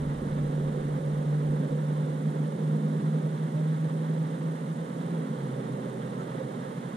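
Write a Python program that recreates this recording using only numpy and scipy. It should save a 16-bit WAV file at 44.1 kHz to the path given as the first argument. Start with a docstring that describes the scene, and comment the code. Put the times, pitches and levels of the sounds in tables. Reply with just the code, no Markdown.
"""A river at night: a distant motor hums and throbs, slowly gains speed, then winds down to a low idle.
The hum is a phase-integrated tone with weak partials; its rumble and the river's wash are coloured noise.
Weaker tones swell out of the rumble; a puff of wind dies away at the start, and a small gust follows.
Near the end come tiny ticks, a faint chirp and a soft double knock.
Electronics add hiss, a thin whine and a faint high buzz in regular bursts, mostly on the right."""
import sys
import numpy as np
from scipy import signal
from scipy.fft import rfft, irfft
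from scipy.io import wavfile
from scipy.ndimage import uniform_filter1d

SR = 44100
rng = np.random.default_rng(int(sys.argv[2]) if len(sys.argv) > 2 else 0)


def transcribe(signal):
    """Save signal, clipped to [-1, 1], as a 16-bit WAV file at the path in sys.argv[1]."""
    frames = np.atleast_2d(signal).T
    limited = np.clip(frames, -1, 1)
    pcm = np.round(limited * 32767).astype(np.int16)
    wavfile.write(sys.argv[1], SR, pcm)


N = 307068
TIME = np.arange(N) / SR  # s
BINS_HZ = np.maximum(np.arange(N // 2 + 1) * SR / N, 1)

# How far sound reaches two microphone ports:
# (frequency [Hz], left minus right [dB], phase lead of left [rad], coherence [0-1])
PORT_RESPONSE = [(130, -1, -.18, .995), (220, -1.4, -.24, .975), (330, -3.2, -.42, .91),
                 (450, -6.8, -.68, .9), (540, -10, -1.0, .8), (620, -11.3, -1.9, .45),
                 (760, -7.7, -3.3, .72), (1000, -4.8, -3.8, .85), (1550, -4.4, -4.2, .78),
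                 (1900, -4.5, -5.3, .68), (2350, -2.2, -5.4, .15), (2600, -2.2, -4.6, .55),
                 (3200, -3.3, -5.9, .82), (4200, -3.8, -6.8, .8), (5200, -1, -6.8, .15)]


def from_db(db):
    """Logarithmic level: 20 dB is a factor of ten in amplitude."""
    return 10 ** (np.asarray(db) / 20)


def in_time(rows):
    """Linear interpolation: each column of a curve at every sample."""
    s, *columns = np.transpose(rows)
    return [np.interp(TIME, s, column) for column in columns]


def over_hz(rows):
    """Logarithmic frequency scale: each column of a table at every frequency bin."""
    hz, *columns = np.transpose(rows)
    return [np.interp(np.log(BINS_HZ), np.log(hz), column) for column in columns]


def colour(spectrum):
    """Spectral shaping: gain per bin, falling 36 dB per octave beyond the end values."""
    lowest_hz, highest_hz = spectrum[0][0], spectrum[-1][0]
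    inside = np.minimum(1, np.minimum(BINS_HZ / lowest_hz, highest_hz / BINS_HZ))
    return from_db(over_hz(spectrum)[0]) * inside ** 6


def drift(rate_hz):
    """Low-passed noise: a random fluctuation of unit spread, its spectrum halved at rate_hz."""
    slow = irfft(rfft(rng.standard_normal(N)) / (1 + (BINS_HZ / rate_hz) ** 2), N)
    return slow / slow.std()


def far_noise(spectrum):
    """Partial coherence: coloured noise shared by two ports; the mean of the ports has unit rms."""
    balance_db, lead, coherence = over_hz(PORT_RESPONSE)
    balance = from_db(balance_db)
    coherence = np.clip(coherence, 0, .999)
    right, independent = rfft(rng.standard_normal((2, N)))
    left = coherence * right + np.sqrt(1 - coherence ** 2) * independent
    left = left * balance * np.exp(1j * lead)
    # dividing by the expected size of the sum leaves the spectrum as that of the middle
    middle = np.sqrt(1 + balance ** 2 + 2 * coherence * balance * np.cos(lead))
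    pair = irfft(np.array([left, right]) * colour(spectrum) / middle, N)
    return pair / pair.mean(axis=0).std()


def at_ports(sound):
    """Interaural-like differences: a far tone reaches two ports with unequal level and phase."""
    balance_db, lead, _ = over_hz(PORT_RESPONSE)
    left = from_db(balance_db) * np.exp(1j * lead)
    gains = np.array([left, np.ones_like(left)]) * 2 / (1 + abs(left))
    return irfft(rfft(sound) * gains, N)


def steadied(noise, share):
    """Envelope compression: part of the noise's slow surges in power is evened out."""
    span_s = .12
    power = uniform_filter1d(np.mean(noise ** 2, axis=0), max(int(span_s * SR), 1))
    return noise * (power / power.mean()) ** (-np.clip(share, 0, 1) / 2)


def motor_hum(pitch, gain_db, partials_db, waver_hz, flutter_db):
    """Phase is integrated frequency: a throbbing tone and weak partials follow the motor's speed."""
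    # Hum over the water: (time [s], level before gain_db, flutter and throb [dB])
    hum_level = [(0, -28), (.2, -32.5), (.45, -27), (.75, -28.5), (1.0, -28), (1.45, -25.5), (1.67, -27),
                 (1.9, -25), (2.17, -30), (2.37, -24), (2.54, -32.5), (2.73, -24), (3.1, -25.5),
                 (3.4, -27.5), (3.63, -25), (3.85, -25), (4.2, -25.5), (4.4, -29), (4.8, -31), (5.15, -31),
                 (5.4, -35), (5.65, -39), (5.9, -42.5), (6.96, -47)]
    # Partials in step with the hum: (multiple of its pitch, relative level before partials_db [dB])
    partials = [(7 / 8, -23), (13 / 8, -21), (2, -26), (3, -26)]
    # Higher tone of the same motor, at 11/8 of the hum's pitch, free of throb: (time [s], level [dB])
    upper_level = [(0, -46), (.6, -45.5), (2, -45), (3.1, -39.5), (3.35, -47), (5.2, -45), (5.6, -58)]
    upper_ratio = 11 / 8

    phase = 2 * np.pi * np.cumsum(pitch + waver_hz * drift(10.4)) / SR
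    tone = np.sin(phase)
    for multiple, db in partials:
        tone = tone + from_db(db + partials_db + 2.1 * drift(4.1)) * np.sin(multiple * phase)
    level_db = in_time(hum_level)[0] + gain_db + flutter_db * drift(21.3)
    hum = tone * throb(deepen=0.93, soften=0.99) * from_db(level_db)
    upper = from_db(in_time(upper_level)[0]) * np.sin(upper_ratio * phase)
    return np.sqrt(2) * at_ports(hum + upper)  # peak to rms


def throb(deepen, soften):
    """Amplitude modulation: brief Gaussian dips, uneven in spacing and depth."""
    # Dips: (centre [s], width before soften [s], depth before deepen [dB])
    dips = [(.195, .07, 2), (0.484, 0.033, 4.5), (0.729, 0.053, 5), (0.82, 0.022, 9.5), (1, 0.043, 10),
            (1.242, 0.038, 5), (1.687, 0.04, 8), (1.794, 0.036, 7), (2.216, 0.042, 11), (2.34, 0.058, 8.5),
            (2.467, 0.028, 3), (2.576, .05, 6), (2.8, 0.047, 10), (2.898, 0.025, 7), (3.01, 0.043, 8),
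            (3.11, 0.028, 7), (3.22, 0.032, 7), (3.308, 0.039, 9), (3.38, 0.061, 6), (3.506, 0.046, 13),
            (3.79, .055, 6), (3.899, 0.035, 9), (4.013, 0.11, 7), (4.166, 0.032, 7), (4.293, 0.086, 5),
            (4.374, 0.03, 14), (4.573, .035, 9), (4.668, 0.042, 11), (4.765, 0.035, 7), (4.91, 0.13, 16),
            (5.025, .035, 10), (5.094, .035, 8), (5.266, 0.06, 12)]
    depth_db = sum(db * np.exp(-(2 * (TIME - s) / (soften * width)) ** 2) for s, width, db in dips)
    return from_db(-deepen * depth_db)


def motor_body(pitch, low_level, middle_level, even_share, ripple_db):
    """Band-shaped noise: the motor's rough rumble, its deepest band thinning as the pitch climbs."""
    # Spectra of the deepest, low and middle bands: (frequency [Hz], relative density [dB per Hz])
    deep_spectrum = [(113, -41), (121, -24), (127, -4.5), (136, 4.5), (146, 5), (162, -24)]
    low_spectrum = [(132, -31), (143, -11), (155, 2.5), (175, 0.5), (195, -1), (220, 0), (240, -3),
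                    (260, -1.5), (290, -6.5), (340, -18.5), (420, -20)]
    middle_spectrum = [(270, -16.5), (330, -5.5), (365, -0.5), (420, -2), (480, 0), (520, 1), (560, -4.5),
                       (605, -8), (645, -14), (720, -16.5), (900, -30.5)]
    deep_db, thinning_db_per_hz = -44, 0.03  # level at the lowest pitch; loss above it

    deep_level = deep_db - thinning_db_per_hz * (pitch - pitch.min())
    deep = from_db(deep_level) * steadied(far_noise(deep_spectrum), even_share)
    low = from_db(low_level) * steadied(far_noise(low_spectrum), even_share)
    middle_gain = from_db(middle_level + ripple_db * drift(14))
    middle = middle_gain * steadied(far_noise(middle_spectrum), even_share)
    return deep + low + middle


def drones(waver_hz):
    """Gaussian envelopes: weaker tones swell and sink, sharing one random frequency waver."""
    # Tones: (centre [s], width [s], frequency [Hz], peak level [dB])
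    swelling_tones = [(.25, .6, 292, -46), (.75, .1, 503, -41), (1.05, .1, 555, -41), (1.57, .09, 215, -36),
                      (1.72, .12, 483, -41.5), (3.59, .08, 603, -39.5), (5.27, .12, 258, -38),
                      (5.7, .14, 157, -37), (5.72, .25, 253, -41), (5.88, .14, 215, -39),
                      (6.07, .12, 220, -39), (6.18, .16, 252, -40), (6.35, .1, 160, -37)]
    wander = waver_hz * np.cumsum(drift(9.0)) / SR  # cycles
    sound = 0
    for s, width, hz, db in swelling_tones:
        swell = np.exp(-(2 * (TIME - s) / width) ** 2)
        sound = sound + from_db(db) * swell * np.sin(2 * np.pi * (hz * TIME + wander))
    return at_ports(sound)


def knocks():
    """Damped resonance: a soft, hollow, distant double knock rings briefly."""
    # Knocks: (time [s], level before the attack and decay [dB])
    knock_times = [(6.381, -29), (6.402, -28)]
    ring_hz, attack_s, decay_s = 522, .004, .014
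    sound = 0
    for s, db in knock_times:
        age = np.maximum(TIME - s, 0)
        ring = (1 - np.exp(-age / attack_s)) * np.exp(-age / decay_s)
        sound = sound + from_db(db) * ring * np.sin(2 * np.pi * ring_hz * age)
    return at_ports(sound)


def chirp(waver_share):
    """Frequency modulation: a brief faint squeak and its thin overtone waver together in pitch."""
    # Components: (frequency before the waver [Hz], peak level [dB])
    components = [(1310, -42.5), (6700, -65)]
    centre_s, width_s = 6.205, 0.041
    swell = np.exp(-(2 * (TIME - centre_s) / width_s) ** 2)
    clock = TIME + waver_share * np.cumsum(drift(150)) / SR
    tones = sum(from_db(db) * np.sin(2 * np.pi * hz * clock) for hz, db in components)
    return at_ports(swell * tones)


def ticks():
    """Impulsive noise: tiny bright ticks close by start at once and decay exponentially."""
    # Ticks: (time [s], level at the onset [dB])
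    tick_times = [(5.898, -56), (6.204, -60)]
    # Their spectrum: (frequency [Hz], relative density [dB per Hz])
    tick_spectrum = [(6300, -4), (9200, 0), (11500, -8)]
    decay_s = .002
    noise = irfft(rfft(rng.standard_normal((2, N))) * colour(tick_spectrum), N)
    envelope = sum(from_db(db) * (TIME >= s) * np.exp(-abs(TIME - s) / decay_s) for s, db in tick_times)
    return envelope * noise / noise.std()


def river_wash(wash_level, even_share, ripple_db):
    """Broadband flow noise: the river's soft hiss, rippling in level."""
    # Spectrum: (frequency [Hz], relative density [dB per Hz])
    wash_spectrum = [(550, -4), (750, 0), (900, 0.5), (1050, -1.5), (1400, -4), (1850, -4.5), (2150, -9),
                     (2450, -18), (2750, -15.5), (3100, -12.5), (3600, -11.5), (4100, -16.5), (4700, -28),
                     (6000, -36)]
    gain = from_db(wash_level + ripple_db * drift(26))
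    return gain * steadied(far_noise(wash_spectrum), even_share)


def wind(own_db):
    """Turbulent pressure: air brushes the microphones and settles; small eddies differ at each port."""
    # Spectrum: (frequency [Hz], relative density [dB per Hz])
    wind_spectrum = [(12, -4), (25, 0), (42, 1), (55, 3), (64, 2), (80, -1.5), (105, 2), (140, -10),
                     (220, -33)]
    puff_db, puff_fall_db_per_s, calm_db = -43, 10, -71
    gust_s, gust_width_s, gust_db = 1.505, .06, -51  # one last small gust

    eddies = irfft(rfft(rng.standard_normal((2, N))) * colour(wind_spectrum), N)
    strength = np.hypot(from_db(puff_db - puff_fall_db_per_s * TIME), from_db(calm_db))
    strength = strength + from_db(gust_db) * np.exp(-(2 * (TIME - gust_s) / gust_width_s) ** 2)
    return strength * (far_noise(wind_spectrum) + from_db(own_db) * eddies / eddies.std())


def electronics(hiss_db, hiss_left_db, uneven_db):
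    """Electrical noise: independent hiss per channel, a steady whine and periodic high bursts."""
    # Hiss spectrum: (frequency [Hz], relative density [dB per Hz])
    hiss_spectrum = [(100, 3), (2500, -0.5), (5000, -2), (7000, 0.5), (8100, -1), (9000, 0.5), (10000, -.5),
                     (11500, -7.5), (13000, -10), (14500, -21)]
    # One cycle of the buzz, two bursts in opposite phase: (time in cycle [s], relative amplitude)
    buzz_shape = [(.0048, 0), (.0075, .8), (.0102, 0.9), (.0118, 0), (.0128, -0.053), (.017, -0.89),
                  (.020, -0.96), (0.0216, 0)]
    # Thin steady whine: (frequency [Hz], level on the right [dB])
    whine_tones = [(7000, -79), (7048, -83), (9000, -81)]
    cycles_per_s, buzz_hz, buzz_db = 23.976, 8562, -54
    left_db = -39  # buzz and whine on the left, relative to the right

    hiss = irfft(rfft(rng.standard_normal((2, N))) * colour(hiss_spectrum), N)
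    hiss = hiss / hiss.std() * from_db([[hiss_db + hiss_left_db], [hiss_db]])
    cycle = (TIME * cycles_per_s).astype(int)
    # each cycle draws its own starting phase and strength
    start, strength = rng.standard_normal((cycle[-1] + 1, 2))[cycle].T
    bursts = np.interp(TIME % (1 / cycles_per_s), *np.transpose(buzz_shape))
    carrier = np.sin(2 * np.pi * (buzz_hz * TIME + start))
    buzz = bursts * from_db(buzz_db + uneven_db * strength) * carrier
    whine = sum(from_db(db) * np.sin(2 * np.pi * hz * TIME) for hz, db in whine_tones)
    return hiss + (buzz + whine) * from_db([[left_db], [0]])


def scene():
    """Superposition: motor, passing small sounds, river, wind and electronics add linearly."""
    # The motor gains speed, then the throttle closes and it slides to idle: (time [s], hum pitch [Hz])
    motor_pitch = [(0, 145.6), (.6, 147.9), (1.2, 148.5), (2.7, 153.1), (3.7, 156.3), (4.35, 159.1),
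                   (4.8, 162.4), (5.1, 166.3), (5.2, 161.4), (5.3, 148.7), (5.4, 141), (5.5, 132),
                   (5.7, 129.2), (6.0, 126.8), (6.96, 127)]
    # Noisy layers: (time [s], low rumble [dB], middle rumble [dB], river wash [dB]),
    # before the offsets below and the ripple
    body_level = [(0, -35.5, -42.5, -51.5), (.55, -36.5, -41, -51), (1.0, -37.5, -41, -51.5),
                  (1.45, -38, -42, -51.7), (1.62, -34.5, -39.5, -51), (1.85, -38, -41.5, -51.4),
                  (2.3, -36, -42, -51), (2.6, -36.5, -41, -52), (3.05, -36, -41.5, -51.5),
                  (3.45, -39.5, -44, -51.5), (4.2, -38.5, -43, -51.5), (4.8, -37.5, -43.5, -51.5),
                  (5.3, -37.5, -43, -50.5), (5.8, -36, -41, -51), (6.4, -38.5, -41.5, -50),
                  (6.96, -37.5, -45.5, -50.8)]
    even_share, ripple_db = 0.28, 0.9

    pitch, = in_time(motor_pitch)
    low_level, middle_level, wash_level = in_time(body_level)
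    motor = motor_hum(pitch, gain_db=-1.5, partials_db=-1.0, waver_hz=0.2, flutter_db=0.57)
    motor = motor + motor_body(pitch, low_level + 0.5, middle_level - 0.1, even_share, ripple_db)
    small_sounds = drones(waver_hz=2.0) + knocks() + chirp(waver_share=.012) + ticks()
    surroundings = river_wash(wash_level, even_share, ripple_db) + wind(own_db=-18)
    noise = electronics(hiss_db=-59.0, hiss_left_db=-1.5, uneven_db=0.5)
    return motor + small_sounds + surroundings + noise


def record(dry):
    """Band limiting: an elliptic low-pass cuts the top steeply."""
    cutoff_hz, passband_ripple_db, stopband_db = 14700, .1, 80
    low_pass = signal.ellip(10, passband_ripple_db, stopband_db, cutoff_hz, fs=SR, output="sos")
    return signal.sosfilt(low_pass, dry)


dry = scene()
out = record(dry)
transcribe(out)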